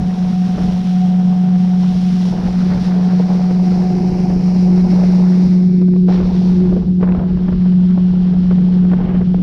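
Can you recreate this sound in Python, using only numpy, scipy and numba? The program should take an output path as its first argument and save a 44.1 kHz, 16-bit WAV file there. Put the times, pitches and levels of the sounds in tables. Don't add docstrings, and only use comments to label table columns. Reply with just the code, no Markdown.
import sys
import numpy as np
from scipy import signal
from scipy.fft import rfft, irfft, next_fast_len
from scipy.io import wavfile
from scipy.ndimage import uniform_filter1d
from numba import njit

SR = 44100
rng = np.random.default_rng(int(sys.argv[2]) if len(sys.argv) > 2 else 0)


def wrap_up_sound(samples):
    columns = np.atleast_2d(samples).T
    tamed = np.clip(columns, -1, 1)
    steps = np.round(tamed * 32767).astype(np.int16)
    wavfile.write(sys.argv[1], SR, steps)


N = 415422
TIME = np.arange(N) / SR


def undb(db):
    return 10 ** (np.asarray(db) / 20)


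def unit(x):
    return x / np.sqrt(np.mean(x ** 2))


def curves(table):
    times, *columns = np.transpose(table)
    return [np.interp(TIME, times, column) for column in columns]


def swell(at_s, length_s):
    return np.exp(-np.minimum(np.abs(2 * (TIME - at_s) / length_s) ** 2.5, 30))


def walk(rate_hz):
    steps = rng.standard_normal(2 ** 14)
    return unit(np.interp(TIME * rate_hz, np.arange(len(steps)), steps))


def tint(x, colour):
    size = next_fast_len(N + SR // 10)
    hz, db = np.transpose(colour)
    bins_hz = np.maximum(np.arange(size // 2 + 1) * SR / size, 1)
    rolloff = np.minimum(hz[-1] / bins_hz, 1) ** 5
    gain = undb(np.interp(np.log(bins_hz), np.log(hz), db)) * rolloff
    return irfft(rfft(x, size) * unit(gain), size)[:N]


def turbulent(colour, swell_db, swell_hz, grain_db, grain_hz):
    swells = 2 * np.tanh(walk(swell_hz) / 2)
    grains = 2 * np.tanh(walk(grain_hz) / 2)
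    return unit(tint(rng.standard_normal(N), colour) * undb(swell_db * swells + grain_db * grains))


def even_noise(colour):
    noise = tint(rng.standard_normal(N), colour)
    power = uniform_filter1d(uniform_filter1d(noise ** 2, size=200), size=200)
    return noise / np.sqrt(power + 1e-9)


def sags(rate_hz, recovery_s, fall_s):
    kicks = (rng.random(N) < rate_hz / SR) * rng.uniform(0.11, 1, N)
    for tau_s in (recovery_s, fall_s, fall_s):
        kicks = signal.lfilter([1], [1, -np.exp(-1 / (tau_s * SR))], kicks)
    return -unit(kicks - kicks.mean())


@njit
def bell(x, hz, gain, width):
    y, band, low = np.empty(len(x)), 0., 0.
    for i in range(len(x)):
        tuning = np.tan(np.pi * hz[i] / SR)
        bandpass = (band + tuning * (x[i] - low)) / (1 + tuning * (tuning + width))
        band, low = 2 * bandpass - band, low + 2 * tuning * bandpass
        y[i] = x[i] + (gain[i] - 1) * width * bandpass
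    return y


# time in seconds, level in dB.
NOTE_LEVELS = [(0, -16.5), (.4, -12.5), (.8, -15.5), (1.05, -11), (1.8, -11), (2.4, -13.5), (3.1, -10.5),
               (3.7, -12), (4.05, -15), (4.6, -10), (5.3, -9), (6, -9), (6.6, -11), (7.4, -12), (7.8, -9.5),
               (8.2, -11.5), (8.8, -9.5), (9.42, -14)]
# centre in seconds, depth 0-1, length in seconds.
NOTE_DIPS = [(0.013, .95, .0095), (0.162, 0.7, 0.039), (0.484, 0.93, 0.014), (3.284, 0.71, 0.025),
             (4, 1, 0.01), (4.883, 0.91, 0.018), (7.185, .89, 0.0065), (8.344, 0.47, .015),
             (9.002, 0.95, 0.01), (9.131, 0.55, 0.02)]
# frequency in Hz, relative level in dB.
FLUTTER_SPECTRUM = [(100, -17), (128, -7), (143, -1), (156, 2.5), (172, -3), (181, -9), (190, -3.5),
                    (206, .5), (228, -4.5), (248, -13), (275, -30)]
# time in seconds, base level in dB.
OCTAVE_LEVELS = [(0, -47.5), (1.5, -45), (3, -40.5), (4.2, -34), (6.2, -33), (7.5, -34.5), (8.6, -39),
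                 (9.42, -35.5)]
# centre in seconds, length in seconds, rise in dB.
OCTAVE_RISES = [(3.95, 0.61, 8.5), (4.773, 0.29, 7), (5.927, 0.54, 9.5), (6.66, 0.24, 11)]
# time in seconds, level in dB.
WHINE_LEVELS = [(0, -37.5), (.9, -39), (1.15, -34.5), (2.5, -42.5), (3.85, -35.5), (5, -44), (5.7, -60),
                (9.42, -54.5)]


def engine(rumble_gain, duck_db, firing_hz=181.35, whine_hz=737):
    note_db, = curves(NOTE_LEVELS)
    octave_db, = curves(OCTAVE_LEVELS)
    whine_db, = curves(WHINE_LEVELS)
    phase = 2 * np.pi * np.cumsum(firing_hz + .15 * walk(0.96)) / SR
    lope = .11 * np.sin(phase / 8 + .9 * walk(9))
    unrest = undb(-20 - 0.37 * note_db) * rumble_gain ** .22
    sag = unrest * undb(-6) * sags(rate_hz=35, recovery_s=.016, fall_s=.0007)
    note = unit(np.sin(phase + lope)) * (undb(note_db - duck_db) + sag)
    flutter = turbulent(FLUTTER_SPECTRUM, swell_db=2, swell_hz=25, grain_db=1, grain_hz=80)
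    flutter *= unrest * undb(-2.5)
    dip_gain = np.prod([1 - depth * swell(at, length) for at, depth, length in NOTE_DIPS], axis=0)
    octave_db += sum(db * swell(at, length) for at, length, db in OCTAVE_RISES)
    octave = unit(np.sin(2 * phase + .39 * walk(40))) * undb(octave_db + 2 * walk(30))
    whine = unit(np.sin(2 * np.pi * whine_hz * TIME + .5 * walk(45))) * undb(whine_db + 2.5 * walk(40))
    fourth = unit(np.sin(4 * phase + .5 * walk(8))) * undb(whine_db - 9)
    return (note + flutter) * dip_gain + octave + whine + fourth


# time in seconds, rumble in dB, flapping in dB before trim.
AIR_LEVELS = [(0, -35.5, -44), (1.4, -45, -50.5), (2.2, -35, -43), (3.2, -39, -38), (4.9, -29.5, -33),
              (5.6, -42, -37.5), (6.6, -27, -32.5), (7.8, -31, -41), (9.42, -26, -35)]
# centre in seconds, length in seconds, rumble in dB, engine note ducking in dB.
AIR_GUSTS = [(0.013, .06, -19.5, 1), (0.25, 0.13, -34, 1), (0.664, 0.2, -22.5, 1), (1.943, 0.062, -27, 1.5),
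             (2.43, 0.25, -24.5, 3), (2.736, 0.19, -26, 2.5), (3.423, .1, -35.5, 1), (3.738, 0.055, -28, 0),
             (4.125, 0.083, -28, -0.5), (4.32, 0.19, -24, 2), (5.47, 0.067, -28, -0.5),
             (5.748, .16, -35.5, -0.5), (6.269, 0.18, -23, 4), (6.825, .13, -27.5, 3.5),
             (7.202, 0.099, -20.5, 3), (7.373, 0.16, -25.5, 4.5), (7.55, 0.11, -23.5, 4),
             (8.223, 0.056, -26.5, 1.5), (9.085, 0.17, -30.5, 1.5)]


def airflow(gust_flap_db=-14.5):
    rumble_db, flap_db = curves(AIR_LEVELS)
    gust = sum(undb(db) * swell(at, length) for at, length, db, _ in AIR_GUSTS)
    duck_db = sum(db * swell(at, length) for at, length, _, db in AIR_GUSTS)
    rumble_gain = np.hypot(undb(rumble_db), gust)
    flap_gain = np.hypot(undb(flap_db), gust * undb(gust_flap_db))
    return rumble_gain, flap_gain, duck_db


# frequency in Hz, relative level in dB.
RUMBLE_SPECTRUM = [(10, -21.5), (25, 18.5), (48, 19.5), (80, 16.5), (120, 12.5), (200, 11), (330, -47.5)]
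FLAP_SPECTRUM = [(130, -25.5), (230, -1.5), (310, 3), (400, -2), (520, -11.5), (900, -54.5)]


def wind(rumble_gain, flap_gain, flap_trim_db=2):
    large = turbulent(RUMBLE_SPECTRUM, swell_db=-1.5, swell_hz=15, grain_db=-1.4, grain_hz=34)
    small = turbulent(FLAP_SPECTRUM, swell_db=3, swell_hz=30, grain_db=1, grain_hz=160)
    return rumble_gain * large + flap_gain * small * undb(flap_trim_db)


# time in seconds, then base churn, splash and spray in dB.
WATER_LEVELS = [(0, -33, -45, -45), (.7, -39, -45.5, -42), (1.4, -36, -46, -48), (2.15, -39, -45.5, -41),
                (2.7, -32.5, -38.5, -43.5), (3.5, -31, -43, -44), (4.3, -33, -48.5, -43.5),
                (5.4, -34, -44, -44.5), (6.4, -32.5, -45.5, -47.5), (7, -38.5, -49, -53.5),
                (7.7, -42, -47.5, -53), (8.6, -39.5, -47.5, -51.5), (9.42, -45.5, -53.5, -55)]
# rise time in seconds, landing time in seconds, full hush in dB.
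CREST_LIFTS = [(5.44, 6.087, 15.5), (6.72, 7.009, 16)]
# centre and length in seconds, then churn, splash and spray change in dB.
EDGE_SURGES = [(.63, 0.24, 5.5, 3, -0.5), (2.38, 0.15, 5, -1, -1.5), (2.85, 0.11, -0.5, 0.5, 2.5),
               (5.07, 0.3, 5.5, 3, 2), (6.138, .1, 6, 9.5, 6), (6.45, .32, -0.5, -0.5, 4.5),
               (7.15, 0.27, 8, 6, -3), (9.08, 0.29, 11.5, 9.5, -2.5)]


def board_levels(fade_s=0.42, landing_s=0.013):
    hush_db = sum(db * np.clip((TIME - rises) / fade_s, 0, 1) * np.clip((lands - TIME) / landing_s, 0, 1)
                  for rises, lands, db in CREST_LIFTS)
    hush_shares = [1, 1, 0.44]
    surge_db = sum(np.outer(change_db, swell(at, length)) for at, length, *change_db in EDGE_SURGES)
    return np.array(curves(WATER_LEVELS)) + surge_db - np.outer(hush_shares, hush_db)


# frequency in Hz, relative level in dB.
CHURN_SPECTRUM = [(250, -6.5), (420, 3), (600, -1), (780, -0.5), (950, -5.5), (1200, -17.5), (2000, -49)]
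SPLASH_SPECTRUM = [(600, -24.5), (1050, 2.5), (1500, 1.5), (2200, -5.5), (3200, -15), (6000, -36)]
SPRAY_SPECTRUM = [(900, -13.5), (1800, -4.5), (2800, -1.5), (4200, 1), (5600, 0), (6050, -6), (6700, -12.5),
                  (8100, -20), (10300, -20), (11200, -24), (12100, -24.5), (13200, -40)]
# time in seconds, hump in Hz and dB, hollow in Hz and dB.
STANCE_BANDS = [(0, 3160, -1, 4700, -6.5), (1.3, 3050, 3.5, 4700, -4.5), (2.2, 3100, 1, 4520, -3.5),
                (2.7, 2400, 0, 3200, -0.5), (3.3, 2220, 1.5, 3200, -3), (4.3, 2290, 5, 3600, -10),
                (5.3, 2170, 4, 3200, -5.5), (5.85, 2220, 6, 3040, -8), (6.2, 2980, -2.5, 2500, 1),
                (7.5, 2990, 4.5, 2450, -1.5), (9.4, 3090, 5, 2450, 1)]
# time in seconds, shade 0-1.
SPRAY_SHADE = [(0, 0.04), (2.4, 0), (3.2, 0.2), (5.5, 0.17), (5.9, 0.87), (6.5, 0.3), (7.1, 0.7),
               (8.2, 0.59), (9.4, 0.6)]


def water(churn_trim_db=-0.43, splash_trim_db=-1.1, spray_trim_db=1.3, shade_hz=5200, sizzle_hz=5300.):
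    churn_db, splash_db, spray_db = board_levels()
    hump_hz, hump_db, hollow_hz, hollow_db = curves(STANCE_BANDS)
    shade, = curves(SPRAY_SHADE)
    churn = turbulent(CHURN_SPECTRUM, swell_db=1.96, swell_hz=30, grain_db=3, grain_hz=300)
    splash = turbulent(SPLASH_SPECTRUM, swell_db=1.5, swell_hz=45, grain_db=3, grain_hz=380)
    spray = turbulent(SPRAY_SPECTRUM, swell_db=1.05, swell_hz=23, grain_db=1.13, grain_hz=550)
    dull_spray = signal.sosfiltfilt(signal.butter(2, shade_hz, fs=SR, output="sos"), spray)
    spray += shade * (1.24 * dull_spray - spray)
    hiss = splash * undb(splash_db + splash_trim_db) + spray * undb(spray_db + spray_trim_db)
    hiss = bell(hiss, hump_hz, undb(hump_db), width=0.19)
    hiss = bell(hiss, hollow_hz, undb(hollow_db), width=0.48)
    sizzle_db = -.4 * np.minimum(hollow_db + 0.5, 0)
    hiss = bell(hiss, np.full(N, sizzle_hz), undb(sizzle_db), width=0.16)
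    return churn * undb(churn_db + churn_trim_db) + hiss


# start in seconds, thump in dB, crackle in dB re thump, decay in seconds.
BUFFET_HITS = [(0.58, -23, -9, 0.017), (3.197, -16, -22, 0.015), (3.506, -19.5, -8.5, 0.011),
               (3.719, -20.5, -17, 0.0085), (4.297, -20, -19, .02), (4.932, -19.5, -19, .014),
               (5.034, -21.5, -8, .015), (5.813, -20.5, -16.5, 0.015), (5.881, -20, -17.5, 0.0089),
               (5.936, -23, -11.5, 0.0032), (5.961, -21, -15, 0.0071), (6.082, -15, -11, 0.018),
               (6.202, -17.5, -11, 0.0096), (6.229, -20, -13, 0.0069), (6.255, -19.5, -13, 0.0048),
               (6.721, -20, -21, 0.016), (6.764, -18, -18, 0.016), (6.82, -28, -14, 0.009),
               (7.01, -25, -10, .008), (7.027, -16, -6.5, 0.017), (7.074, -21, -8, .006),
               (7.088, -20, -7, .008), (7.121, -18, -4, 0.0038), (7.147, -19.5, -8, 0.013),
               (7.192, -28, -6.5, 0.011), (7.372, -27, -10, 0.0067), (7.482, -19, -10.5, 0.012),
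               (7.522, -23, -10, .015), (7.656, -24, -13.5, 0.0086), (7.975, -17.5, -21, 0.0091),
               (8.332, -24, -14.5, .014), (8.507, -18.5, -10.5, 0.02), (8.581, -24, -11, 0.013),
               (8.849, -20.5, -12.5, 0.0066), (8.915, -21, -5, 0.012), (8.933, -18.5, -3.5, 0.0081),
               (8.998, -18.5, -17, 0.018), (9.091, -22.5, -5.5, 0.011), (9.147, -20.5, -8, 0.013),
               (9.207, -22.5, -11, 0.022), (9.344, -16.5, -15, 0.0057), (9.381, -30, -13, .008)]
# frequency in Hz, relative level in dB.
THUMP_SPECTRUM = [(40, -6), (150, 3.5), (350, 3.5), (700, -9), (1200, -26.5), (3000, -66.5)]
CRACKLE_SPECTRUM = [(350, 4), (800, 3.5), (1400, -2.5), (2500, -14), (4000, -26.5), (6500, -44.5)]


def buffets():
    thump_gain, crackle_gain = np.zeros(N), np.zeros(N)
    for start_s, thump_db, crackle_db, decay_s in BUFFET_HITS:
        start = int(start_s * SR)
        span = slice(start, min(start + SR // 10, N))
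        age = np.maximum(TIME[span] - start_s, 0) / decay_s
        push = undb(thump_db) * np.tanh(12 * age) * np.exp(-age ** 2)
        thump_gain[span] += push
        crackle_gain[span] += push * undb(crackle_db)
    return thump_gain * even_noise(THUMP_SPECTRUM) + crackle_gain * even_noise(CRACKLE_SPECTRUM)


def howl(centre_s=6.74, half_width_s=0.084, centre_hz=395, glide_per_s=2.0, peak_db=-28):
    offset_s = np.clip(TIME - centre_s, -.5, .5)
    pitch_hz = centre_hz * np.exp(glide_per_s * offset_s)
    phase = 2 * np.pi * np.cumsum(pitch_hz) / SR + .3 * walk(60)
    return undb(peak_db) * np.exp(-(offset_s / half_width_s) ** 2) * np.sin(phase)


def scene():
    rumble_gain, flap_gain, duck_db = airflow()
    mix = engine(rumble_gain, duck_db) + wind(rumble_gain, flap_gain) + water() + buffets() + howl()
    return mix[None]


def record(dry, threshold=0.53, strength=0.6, response_s=0.0075, knee=.58, headroom=.14, top_hz=15700):
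    envelope = np.abs(signal.hilbert(dry, next_fast_len(N))[:, :N])
    excess = np.maximum(envelope / threshold - 1, 0)
    pole = np.exp(-1 / (response_s * SR))
    limited = dry / (1 + strength * signal.lfilter([1 - pole], [1, -pole], excess))
    over = np.maximum(np.abs(limited) - knee, 0)
    rounded = limited - np.sign(limited) * (over - headroom * np.tanh(over / headroom))
    return signal.sosfilt(signal.ellip(8, .2, 70, top_hz, fs=SR, output="sos"), rounded)


dry = scene()
out = record(dry)
wrap_up_sound(out)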